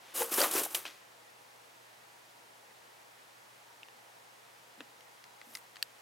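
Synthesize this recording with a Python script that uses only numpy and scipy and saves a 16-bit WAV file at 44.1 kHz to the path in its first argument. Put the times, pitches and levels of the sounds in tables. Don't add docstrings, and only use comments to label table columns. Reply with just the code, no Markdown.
import sys
import numpy as np
from scipy import signal
from scipy.fft import rfft, irfft
from scipy.io import wavfile
from scipy.ndimage import uniform_filter1d

SR = 44100
rng = np.random.default_rng(int(sys.argv[2]) if len(sys.argv) > 2 else 0)


def store_wav(level_fs):
    pcm = np.round(np.clip(np.atleast_2d(level_fs), -1, 1) * 32767)
    wavfile.write(sys.argv[1], SR, pcm.T.astype(np.int16))


N = 265041
TIME = np.arange(N) / SR


# start in seconds, rise in seconds, hold in seconds, level in dB,
# weight on the tray in dB relative to that level, share of packed bedding from 0 to 1.
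STRIDES = [(0.0, 0.066, 0.097, -59.5, -5, 0.88), (0.138, 0.032, 0.053, -34, -9, 0.01),
           (0.266, .028, .03, -46, -3.5, 0), (0.307, 0.019, 0.061, -33, -9, 0.01),
           (0.375, 0.008, 0.06, -29.5, -2.5, 0.11), (0.502, 0.06, 0.029, -30.5, -7, 0.03),
           (0.699, 0.0079, 0.028, -47, -6, 0.02), (0.749, 0.0023, 0.011, -38, -8, 0.13),
           (0.851, .003, 0.011, -44.5, -7, 0.99), (5.428, 0.13, .005, -58, -10, 0)]
# start in seconds, level in dB.
PAW_STRIKES = [(0.317, -38), (0.337, -31), (0.509, -33), (0.533, -33.5), (0.591, -31.5), (0.632, -32.5),
               (0.648, -37), (0.744, -27.5), (5.534, -54), (5.549, -52), (5.579, -58)]


def scurry(paw_rise_s=0.0034, paw_hold_s=0.0022, paw_weight_db=-14, spring_back_db=-4.5):
    loose_power, packed_power = np.zeros(N), np.zeros(N)
    for start, db in PAW_STRIKES:
        attack = np.clip((TIME - start) / paw_rise_s, 0, 1)
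        release = fade(TIME - start - paw_rise_s - paw_hold_s, t60=0.068)
        loose_power += (undb(db) * attack * release) ** 2
    tray_power = loose_power * undb(paw_weight_db) ** 2
    for start, rise, hold, db, weight_db, packed in STRIDES:
        swell = np.clip((TIME - start) / rise, 0, 1) ** 0.78
        after = TIME - start - rise - hold
        settle = np.maximum(fade(after, t60=0.25), undb(spring_back_db) * fade(after, t60=0.42))
        push = undb(db) * swell * settle
        loose_power += (1 - packed) * push ** 2
        packed_power += packed * push ** 2
        tray_power += (push * undb(weight_db)) ** 2
    rustle = loose_straw() * np.sqrt(loose_power)
    scrape = tray_scrape() * np.sqrt(tray_power)
    crunch = packed_bedding() * np.sqrt(packed_power)
    return rustle + crunch + scrape


# frequency in Hz, gain in dB.
STRAW_EQ = [(60, -37), (130, -15), (300, -10), (1200, -8), (2000, -9.5), (3000, -1.5), (3600, -4.5),
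            (4400, -5.5), (5300, -3), (7500, -1), (11000, 3.5), (14000, 2), (16000, -6.5)]


def loose_straw():
    fractures = crackle(per_s=4000, spread_db=-0.5)
    stirred = signal.fftconvolve(fractures ** 2, fade(TIME[:SR // 50], t60=0.039) ** 2)[:N]
    rubbing = unit(rng.standard_normal(N) * np.sqrt(np.abs(stirred)))
    return unit(colour(fractures + undb(-0.5) * rubbing + undb(-2) * twangs(), STRAW_EQ))


def twangs(count=9000, low_hz=1500, high_hz=15500, cycles=45, spread_db=4):
    out, t = np.zeros(N), TIME[:SR // 60]
    for when, pitch, chance in rng.random((count, 3)):
        hz = low_hz + (high_hz - low_hz) * pitch
        size_db = spread_db * min(-np.log(1 - chance), 3)
        ring = np.sqrt(hz) * np.sin(2 * np.pi * hz * t) * fade(t, cycles / hz)
        add(out, when * TIME[-1], undb(size_db) * ring)
    return unit(out)


def packed_bedding():
    return unit(band(crackle(per_s=2500, spread_db=2.0), 1700, 3700))


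def crackle(per_s, spread_db):
    size = undb(spread_db * np.minimum(rng.exponential(size=N), 4))
    breaks = rng.random(N) < per_s / SR
    return unit(breaks * size * rng.choice([-1, 1], N))


# pitch in Hz, width in Hz, relative level in dB.
TRAY_MODES = [(231, 29, -11.5), (283.4, 6.9, 1.5), (321, 7.9, 2), (362, 25, 0), (394.4, 17, 1),
              (468.6, 23, -0.5), (524.3, 21, 3), (581, 23, -0.5), (680, 94, -2), (780, 40, -6),
              (860, 94, -4), (1025, 160, -5), (1108, 55, -4), (1210, 130, -4.5), (1440, 45, -9.5),
              (1564, 21, -12)]


def tray_scrape():
    scrapes = crackle(per_s=3000, spread_db=3.0)
    body = sum(undb(db) * resonate(scrapes, hz, width) for hz, width, db in TRAY_MODES)
    return unit(band(body, 241, 3100))


# start in seconds, level in dB, favoured pitch in Hz, seconds to die away by 60 dB.
THUMPS = [(0.204, -27, 460, 0.2), (0.218, -22.5, 920, 0.04), (0.317, -39.5, 347, 0.1),
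          (0.381, -28.5, 400, 0.1), (0.405, -27, 610, 0.14), (0.440, -27, 1190, 0.069),
          (0.552, -25, 368, 0.13), (0.614, -30.5, 404, 0.059), (0.661, -31.5, 760, 0.031),
          (4.778, -55, 238, 0.28), (4.804, -35.5, 240, 0.037), (5.469, -58, 235, 0.25)]


def thumps(knock_db=-6, knock_t60=0.035, cushion_s=0.00087, reach_octaves=0.14):
    out, t = np.zeros(N), TIME[:SR // 3]
    mode_hz, _, mode_db = np.transpose(TRAY_MODES)
    attack = 1 - np.exp(-t / cushion_s)
    for start, db, hz, t60 in THUMPS:
        share = undb(mode_db) * np.exp(-0.5 * (np.log2(mode_hz / hz) / reach_octaves) ** 2)
        modes = np.sin(2 * np.pi * (mode_hz[:, None] * t + rng.random((len(TRAY_MODES), 1))))
        ring = share @ modes / np.linalg.norm(share) * fade(t, t60)
        knock = unit(band(rng.standard_normal(len(t)), hz * 0.44, hz * 2)) * fade(t, min(knock_t60, t60))
        add(out, start, undb(db) * (ring + undb(knock_db) * knock) * attack)
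    return low_cut(out, hz=150)


# multiple of its pitch, relative level in dB.
STALK_MODES = [(.4, -14.5), (0.652, -2.5), (0.999, 8.5), (2.351, -4.5), (3.35, -26)]
# start in seconds, peak level in dB, stalk pitch in Hz,
# low cut in Hz, high cut in Hz, amount of splintering in dB.
SNAPS = [(0.394, -22, 3530, 900, 15000, -3), (0.404, -22, 4400, 3000, 6000, -8),
         (0.416, -16.5, 4700, 2900, 7000, 3), (0.4372, -20, 4030, 1000, 13000, -8),
         (0.6350, -27, 6200, 2500, 15100, 10), (0.7478, -19, 5800, 1000, 14000, 0),
         (0.751, -19, 3050, 1000, 12000, -7), (0.8536, -25.5, 2550, 505, 4400, 3),
         (0.8628, -31.5, 3120, 1300, 5500, -5), (3.8317, -34.5, 2710, 2400, 4800, -5),
         (3.8851, -43, 2730, 800, 3000, 10), (4.806, -32, 2640, 644, 2570, 7),
         (4.813, -45, 2720, 1000, 3400, 6), (5.0079, -45, 2750, 1000, 4000, 13),
         (5.2407, -38, 4300, 1710, 5500, 6), (5.4149, -38, 2030, 600, 2800, 14),
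         (5.5518, -25.5, 2090, 1630, 6900, 10), (5.5552, -30.5, 2000, 1390, 11000, 4),
         (5.5714, -34.5, 2010, 1100, 8000, 12), (5.7582, -36, 3100, 1100, 5000, 12),
         (5.7678, -35.5, 1860, 900, 4500, 17), (5.8267, -14, 4460, 1630, 14100, -4),
         (5.8278, -27, 2890, 1500, 4000, -12)]


def snaps(ring_cycles=26.5, splinter_t60=0.0065, fibres_db=-11, fibres_t60=0.027):
    out, t = np.zeros(N), TIME[:SR // 12]
    tearing = np.maximum(fade(t, splinter_t60), undb(fibres_db) * fade(t, fibres_t60))
    for start, db, hz, low_hz, high_hz, splinter_db in SNAPS:
        ring = sum(undb(mode_db) * np.sin(2 * np.pi * hz * ratio * t) * fade(t, ring_cycles / (hz * ratio))
                   for ratio, mode_db in STALK_MODES if hz * ratio < SR / 2)
        splinters = undb(splinter_db) * rng.standard_normal(len(t)) * tearing
        snap = band(ring / 2 + splinters, low_hz, high_hz)
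        add(out, start, undb(db) * snap / np.abs(snap).max())
    return out


def place(x, left_db, side_db):
    t = TIME[:SR // 20]
    scatter = band(rng.standard_normal(len(t)), 250, 17000) * fade(t, t60=0.018)
    side = undb(side_db) * signal.fftconvolve(x, scatter / np.linalg.norm(scatter))[:N] / 2
    return np.array([x * undb(left_db / 2) + side, x * undb(-left_db / 2) - side])


# frequency in Hz, phase lead in radians.
LEFT_LEAD = [(100, -0.032), (520, 0.29), (1200, 0.27), (2400, 0), (16000, -0.31)]


def mic_ports(x):
    lead = np.interp(np.fft.rfftfreq(N, 1 / SR), *np.transpose(LEFT_LEAD))
    return irfft(rfft(x) * np.exp(1j * np.array([lead, -lead]) / 2), N)


def walls(x, t60=0.62, wet_db=-25, onset_s=0.0041):
    t = TIME[:SR // 2]
    tail = band(rng.standard_normal((2, len(t))), 140, 6400) * fade(t, t60) * np.minimum(t / onset_s, 1)
    return undb(wet_db) * signal.fftconvolve(x[None], tail / np.linalg.norm(tail[0]), axes=1)[:, :N]


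# frequency in Hz, gain in dB.
ROOM_MID_EQ = [(30, -21), (85, -18.5), (130, -10.5), (200, -9.5), (320, -7.5), (486, -4.5), (650, -2),
               (860, -2), (1460, -5.5), (1900, -6), (2750, -8), (10000, -15), (16000, -20.5)]
ROOM_SIDE_EQ = [(18, -62), (30, -32), (71, -29), (204, -10.5), (415, -2.5), (486, 0), (913, 0.5),
                (1250, 0.5), (2120, -3.5), (9970, -22.5), (14800, -34), (16000, -45)]
# centre in Hz, width in Hz, level in dB.
DRONE_BANDS = [(485, 43, -74), (716, 35, -77.5), (828.3, 7.2, -72), (944, 25, -71.5), (1914, 160, -73.5)]
# pitch in Hz, level in dB.
HUM_TONES = [(119.5, -79.5), (9119, -92)]


def room_tone(mid_db=-60, side_db=-61, swell_db=3, waver=0.0043):
    mid = undb(mid_db) * unit(colour(rng.standard_normal(N), ROOM_MID_EQ))
    side = undb(side_db) * unit(colour(rng.standard_normal(N), ROOM_SIDE_EQ))
    drone = np.zeros((2, N))
    for hz, width, db in DRONE_BANDS:
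        noise = resonate(rng.standard_normal((2, N)), hz, width)
        drone += undb(db) * unit(noise * undb(swell_db * wander(seconds=0.071)))
    wavering_time = np.cumsum(1 + waver * wander(seconds=0.045)) / SR
    hum = sum(undb(db) * unit(np.sin(2 * np.pi * hz * wavering_time)) for hz, db in HUM_TONES)
    return np.array([mid + side, mid - side]) + drone + hum


def undb(db):
    return 10 ** (np.asarray(db) / 20)


def unit(x):
    return x / np.sqrt(np.mean(x ** 2))


def fade(t, t60):
    return np.exp(-np.log(1000) * np.maximum(t, 0) / t60)


def wander(seconds):
    size = max(int(seconds * SR), 1)
    return unit(uniform_filter1d(uniform_filter1d(rng.standard_normal(N), size), size))


def colour(x, points):
    hz, db = np.transpose(points)
    bins = np.maximum(np.fft.rfftfreq(N, 1 / SR), 1)
    return irfft(rfft(x) * undb(np.interp(np.log(bins), np.log(hz), db)), N)


def resonate(x, hz, width):
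    return signal.lfilter(*signal.iirpeak(hz, hz / width, fs=SR), x)


def low_cut(x, hz, order=2):
    return signal.sosfilt(signal.butter(order, hz, "high", fs=SR, output="sos"), x)


def band(x, low_hz, high_hz):
    high_cut = signal.butter(2, high_hz, fs=SR, output="sos")
    return signal.sosfilt(high_cut, low_cut(x, low_hz, order=4))


def add(track, start, sound):
    first = int(start * SR)
    track[first:first + len(sound)] += sound[:N - first]


def scene():
    movement = scurry() + thumps()
    near_movement = mic_ports(place(movement, left_db=1.0, side_db=-20))
    near_snaps = place(snaps(), left_db=1.0, side_db=-6)
    return near_movement + near_snaps + walls(movement) + room_tone()


def record(dry, top_hz=16000):
    high_cut = signal.ellip(10, 0.2, 70, top_hz, fs=SR, output="sos")
    return signal.sosfilt(high_cut, low_cut(dry, hz=45))


dry = scene()
out = record(dry)
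store_wav(out)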